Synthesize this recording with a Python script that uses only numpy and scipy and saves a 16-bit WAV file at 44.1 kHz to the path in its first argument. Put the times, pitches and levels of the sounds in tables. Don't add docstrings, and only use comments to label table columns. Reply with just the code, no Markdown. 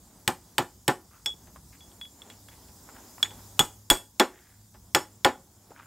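import sys
import numpy as np
from scipy import signal
from scipy.fft import rfft, irfft
from scipy.io import wavfile
from scipy.ndimage import uniform_filter1d, minimum_filter1d, map_coordinates

SR = 44100
rng = np.random.default_rng(int(sys.argv[2]) if len(sys.argv) > 2 else 0)


def file_out(sig):
    cols = np.atleast_2d(sig).T
    lim = np.clip(cols, -1, 1)
    pcm = np.round(lim * 32767).astype(np.int16)
    wavfile.write(sys.argv[1], SR, pcm)


def field_ratio(decibels):
    return 10 ** (np.asarray(decibels, dtype=float) / 20)


N = 258426


def unit(x):
    return x / np.sqrt(np.mean(x ** 2) + 1e-20)


def curves(rows):
    s, *cols = np.transpose(rows)
    return [np.interp(np.arange(N) / SR, s, c) for c in cols]


def along(points, hz):
    f, v = np.transpose(points)
    return np.interp(np.log(hz + 1), np.log(f + 1), v)


def noise(points, size):
    hz = np.fft.rfftfreq(size, 1 / SR)
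    spectrum = rfft(rng.standard_normal(size)) * field_ratio(along(points, hz))
    return unit(irfft(spectrum, size))


def wobble(rate):
    points = rng.standard_normal(int(N * rate / SR) + 4)
    return map_coordinates(points, [np.arange(N) * rate / SR])


def hiss():
    # f/Hz, level/dB per Hz
    hiss_shape = [(1760, -40.5), (3000, -12), (3340, -5.5), (4400, -6), (4720, 0), (5030, 0.5), (5920, 0),
                  (6400, 1.5), (7270, 2.5), (9380, -4), (11900, -1.5), (14300, -5.5), (15200, -2),
                  (15750, 0), (16000, -45.5)]
    # f/Hz, width/Hz, typical level/dB
    whistles = [(5126, 92, -8), (6530, 34, -7), (7204, 53, 0.5), (8200, 77, -5), (12600, 35, -12),
                (12200, 61, -5.5), (15200, 53, -21), (15400, 100, -11)]
    bands = 0
    for hz, width, db in whistles:
        shape = [(hz - 3 * width, -40), (hz - width / 2, -3), (hz + width / 2, -3), (hz + 3 * width, -40)]
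        bands = bands + field_ratio(db + 4.1 * wobble(3.5)) * noise(shape, N)
    z = signal.stft(noise(hiss_shape, N) + field_ratio(-11.5) * bands, nperseg=256)[2]
    patches = uniform_filter1d(rng.standard_normal(z.shape), size=3, axis=0)
    patches = uniform_filter1d(patches, size=16, axis=1)
    patchy = signal.istft(z * field_ratio(2.2 * unit(patches)), nperseg=256)[1]
    return unit(patchy[:N])


def machine_hum():
    # t/s, typical level/dB
    hum_levels = [(0, -64), (2.2, -65), (2.5, -54), (2.8, -78), (3.1, -59.5), (3.3, -50.5), (3.8, -53),
                  (4.4, -73.5), (4.55, -60), (5.2, -57.5), (5.35, -62.5), (5.86, -63)]
    (hum_db,) = curves(hum_levels)
    hum_hz = 102.7 + 1.2 * wobble(3.9)
    turn = 2 * np.pi * np.cumsum(hum_hz) / SR
    return field_ratio(hum_db + 1.8 * wobble(16)) * (np.sin(turn) + field_ratio(-12.5) * np.sin(2 * turn))


def background():
    # t/s, level/dB
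    floor_levels = [(0, -60), (1, -61), (1.7, -59.5), (2.8, -57), (3.43, -54), (3.65, -56.5), (3.95, -63),
                    (5.86, -62)]
    # f/Hz, level/dB per Hz
    rumble_shape = [(12, -40), (20, -18.5), (59, 9.5), (135, -0.5), (195, 3), (242, -5), (500, -27),
                    (650, -53.5), (1100, -120)]
    # f/Hz, level/dB per Hz
    air_shape = [(150, -24.5), (250, -1), (504, -10.5), (923, -8.5), (1230, -15), (2550, -24.5),
                 (4500, -29), (5850, -47), (9900, -120)]
    # f/Hz, level/dB per Hz
    side_shape = [(880, -80.5), (1500, -50), (2940, -31.5), (3220, -8), (7930, -1.5), (14500, -6),
                  (16000, -10.5), (16500, -30.5)]
    (level_db,) = curves(floor_levels)
    rumble = field_ratio(0.5 + 2.8 * wobble(3.9)) * noise(rumble_shape, N)
    air_db = -4 + 0.4 * (level_db - level_db.mean()) + 2.4 * wobble(6.6)
    air = field_ratio(air_db) * noise(air_shape, N)
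    hiss_swing = field_ratio(0.76 * wobble(2.9))
    mid = hiss_swing * hiss()
    side = hiss_swing * field_ratio(-6.5) * noise(side_shape, N)
    return machine_hum() + field_ratio(level_db) * (rumble + air + mid + np.array([side, -side]))


def scuffs():
    # t/s, relative level/dB, centre f/Hz, length/s
    scuffs_and_taps = [(1.107, -49.5, 1270, 0.097), (1.338, -44, 390, 0.013), (1.557, -42, 1075, 0.019),
                       (1.725, -46.5, 2150, 0.033), (2.3, -48.5, 2820, 0.039), (2.511, -46, 2000, .034),
                       (2.876, -46, 1157, 0.0055), (2.887, -41, 1256, 0.016), (2.947, -46.5, 1534, 0.038),
                       (3.18, -30.5, 1227, 0.0062), (3.195, -39.5, 1190, 0.015), (3.245, -26.5, 1776, .018),
                       (3.389, -48, 904, .017), (4.295, -52, 1810, .23), (4.745, -49, 1410, 0.014),
                       (5.706, -31, 460, 0.0042), (5.711, -41.5, 813, .029), (5.75, -44, 1500, 0.1),
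                       (5.787, -42, 1330, 0.022), (5.818, -44.5, 1480, 0.019)]
    out, t = np.zeros(N + SR), np.arange(SR // 2) / SR
    for s, db, hz, length in scuffs_and_taps:
        shape = [(hz / 5, -40), (hz / 1.83, -12), (hz, 0), (hz * 1.3, -10), (hz * 1.92, -14), (hz * 3.9, -40)]
        rub = noise(shape, size=len(t))
        grit = field_ratio(4.7 * unit(uniform_filter1d(rng.standard_normal(len(t)), size=50)))
        u = 3 * t / length
        swell_and_fade = u * np.exp(-u)
        out[round(s * SR):][:len(t)] += field_ratio(db - 3.5) * rub * grit * swell_and_fade
    return out[:N]


def thuds():
    # t/s, level/dB before the fade, f/Hz
    pushes = [(0.277, -32, 179), (0.583, -32, 167.4), (0.88, -29.5, 172.2), (3.593, -36, 37.14),
              (3.597, -32.5, 149.1), (3.904, -27.5, 35.7), (3.903, -30, 130.9), (4.947, -30, 170),
              (5.252, -33, 134.4)]
    t60_s = 0.14
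    out, t = np.zeros(N + SR), np.arange(SR // 2) / SR
    for s, db, hz in pushes:
        shape = [(hz / 4, -40), (hz / 1.6, -4), (hz * 0.76, -4), (hz * 4, -40)]
        push = np.sin(2 * np.pi * hz * t) + 0.98 * noise(shape, size=len(t))
        onset = 1 - np.exp(-t / 0.0016)
        out[round(s * SR):][:len(t)] += field_ratio(db - 60 * t / t60_s) * onset * push
    return out[:N]


def shop(x):
    # f/Hz, t60/s
    room_decay = [(150, 0.36), (1000, 0.27), (4000, 0.21), (12000, 0.3), (15700, .15), (16100, .02)]
    hz, t, z = signal.stft(rng.standard_normal(SR // 2), SR, nperseg=128)
    fade = field_ratio(-60 * t / along(room_decay, hz)[:, None])
    tail = signal.istft(z * fade, SR, nperseg=128)[1]
    delayed = np.pad(x, (250, 0))
    return signal.fftconvolve(delayed, tail / np.linalg.norm(tail))


def ring(modes, t, spread_db, rough):
    hz, db, t60 = np.transpose(modes)[:, :, None]
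    luck, turn = rng.standard_normal((2, len(modes), 1))
    steps = uniform_filter1d(rng.standard_normal((len(modes), len(t))), size=25, axis=1)
    wander = rough * np.cumsum(steps, axis=1) * np.sqrt(hz / SR) / 10
    return field_ratio(db + spread_db * luck - 60 * t / t60) * np.sin(2 * np.pi * hz * t + turn + wander)


def first_contact(t):
    # f/Hz, level/dB per Hz
    crack_shape = [(240, -35.5), (400, -15.5), (1640, 4), (2180, 1.5), (3300, 5), (4800, -7), (6240, -53),
                   (10600, -120)]
    return noise(crack_shape, size=len(t)) * field_ratio(-0.5 - 60 * t / 0.02)


def treble_splash(t):
    # f/Hz, level/dB per Hz
    splash_shape = [(2530, -49), (4300, -16), (5360, -9.5), (5930, -15.5), (8120, -7), (9780, -16),
                    (12000, -14.5), (15700, -24.5), (16400, -50.5)]
    flutter = unit(uniform_filter1d(rng.standard_normal(len(t)), size=160))
    flakes = field_ratio(-60 * t / 0.2 + 4 * flutter)
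    burst = field_ratio(4 - 60 * t / 0.015)
    return noise(splash_shape, size=len(t)) * (burst + field_ratio(-21.5) * flakes)


def hammer_head(t, low_db, pair_db, cluster_db, upper_db, free):
    # f/Hz, typical level/dB, t60/s
    head_modes = [(3369, -2, 0.22), (3477, -13.5, .2), (5390, -9.5, 0.062), (5350, 0.5, 0.032),
                  (6810, -16, 0.094), (6946, -11, 0.13), (6880, -21, 0.048), (8040, -17.5, 0.12),
                  (8070, -1, 0.03), (10710, -15.5, 0.02), (12300, -8.5, 0.035), (13220, -16, 0.05),
                  (15250, -26, .04)]
    damping_t60_s = 0.03
    lowest = field_ratio(low_db) * ring(head_modes[:2], t, spread_db=4.5, rough=0.3).sum(0)
    pair = field_ratio(pair_db) * ring(head_modes[2:4], t, spread_db=4.5, rough=0.585).sum(0)
    cluster = field_ratio(cluster_db) * ring(head_modes[4:8], t, spread_db=-0.5, rough=1.9).sum(0)
    upper = ring(head_modes[8:], t, spread_db=3.0, rough=2.2).sum(0)
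    damped = field_ratio(-np.minimum(60 * np.maximum(t - free, 0) / damping_t60_s, 24))
    build_up = 1 - 0.25 * np.exp(-t / 0.0028)
    return lowest * damped * build_up + pair + cluster + field_ratio(upper_db) * (upper + treble_splash(t))


def plate_and_bench(t):
    # f/Hz, typical level/dB, t60/s
    bench_modes = [(250, -19, 0.16), (318, -7.5, 0.062), (366.6, -5.5, 0.12), (535.5, -3.5, 0.075),
                   (647, -19, .11), (780, -7, 0.096), (844.3, 2, 0.088), (988, -15, 0.15),
                   (1133, -29.5, 0.23), (1422, -14.5, 0.13), (1759, -9.5, .1), (1925, -15, 0.071),
                   (2140, -22.5, 0.1)]
    # f/Hz, level/dB per Hz
    rattle_shape = [(130, -37.5), (220, -8.5), (362, -4.5), (629, -10.5), (764, -7), (1190, -9.5),
                    (3310, -25.5), (6000, -33), (7800, -67.5), (13200, -120)]
    swell = (1 - np.exp(-t / 0.0043)) ** 2
    knock = field_ratio(1) * ring(bench_modes, t, spread_db=-0.5, rough=0.87).sum(0)
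    chatter = noise(rattle_shape, size=len(t)) * field_ratio(-60 * t / 0.12)
    return swell * (knock + chatter)


def contacts():
    # bench knock/dB, head's lowest pair/dB,
    # head's close pair/dB, treble/dB; time the head rings free/s
    blows = [(0.277, -11, -9, -36, -25, -7.5, 0.043), (0.5813, -9, -7.5, -33, -41, -12, 0.04),
             (0.8791, -13.5, 0, -21, -30.5, -5.5, .02), (1.2594, -21.5, -18.5, 2.5, 1, -8, 0.078),
             (3.2281, -16.5, -23.5, 7.5, -18, -10, 0.0056), (3.5924, -4.5, -14, 2.5, -18.5, -8.5, .017),
             (3.9009, -1.5, -12.5, 1, -23, -5.5, 0.0075), (4.1973, -6, -4.5, -13.5, -15, -12.5, 0.021),
             (4.9479, -5, -9.5, -11.5, -6.5, -9.5, 0.0057), (5.2467, -6.5, -5.5, -26.5, -15, -15, 0.0053),
             (5.2612, -27.5, 7.5, -36.5, -23.5, -9, .025)]
    # t/s, overall level/dB, head's lowest pair/dB relative to it, time the head rings free/s
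    touches = [(1.4719, -53, -30.5, 0.027), (1.806, -52, 5, 0.13), (1.916, -53.5, -18, .02),
               (2.012, -36.5, 6, 0.066), (2.052, -47, -6, .02), (2.2185, -42, 7.5, 0.0022),
               (2.2996, -38, -8.5, 0.015), (2.4853, -42, -11.5, .01), (2.522, -52, -10, 0.025),
               (2.6857, -56, -30, .02), (3.3072, -42.5, -24, .017), (4.7418, -53.5, -34, 0.019)]
    rows = []
    for s, db, knock_db, low_db, pair_db, treble_db, free in blows:
        cluster_db = -5 + 0.3 * low_db
        rows.append((s, db, knock_db, low_db, pair_db, cluster_db, treble_db, free))
    for s, db, low_db, free in touches:
        knock_db = -23.5 - 0.75 * low_db
        rows.append((s, db, knock_db, low_db, -31, -31, -15.5, free))
    return rows


def hammer():
    out, t = np.zeros(N + 2 * SR), np.arange(SR // 2) / SR
    onset = 1 - np.exp(-t / 0.00039)
    for s, db, knock_db, low_db, pair_db, cluster_db, upper_db, free in contacts():
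        head = hammer_head(t, low_db, pair_db, cluster_db, upper_db, free)
        strike = (first_contact(t) + head) * onset
        direct = field_ratio(db) * (strike + field_ratio(knock_db) * plate_and_bench(t))
        room = field_ratio(-18.5) * shop(direct)
        at = round(s * SR)
        out[at:at + len(direct)] += direct
        out[at:at + len(room)] += room
    return out[:N]


def scene():
    return background() + scuffs() + thuds() + hammer()


def band_limit(x):
    return signal.sosfilt(signal.butter(12, 16960, fs=SR, output="sos"), x)


def record(dry):
    top_cut = signal.butter(12, 15900, fs=SR, output="sos")
    dry = signal.sosfilt(top_cut, dry)
    need = np.minimum(1, 0.71 / (np.abs(dry).max(0) + 1e-9))
    held = minimum_filter1d(need, size=91, origin=45)
    gain = uniform_filter1d(held, size=61, origin=30)
    limited = gain * dry
    knee, top = 4, 0.6
    rounded = limited / (1 + np.abs(limited / top) ** knee) ** (1 / knee)
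    return band_limit(rounded)


dry = scene()
out = record(dry)
file_out(out)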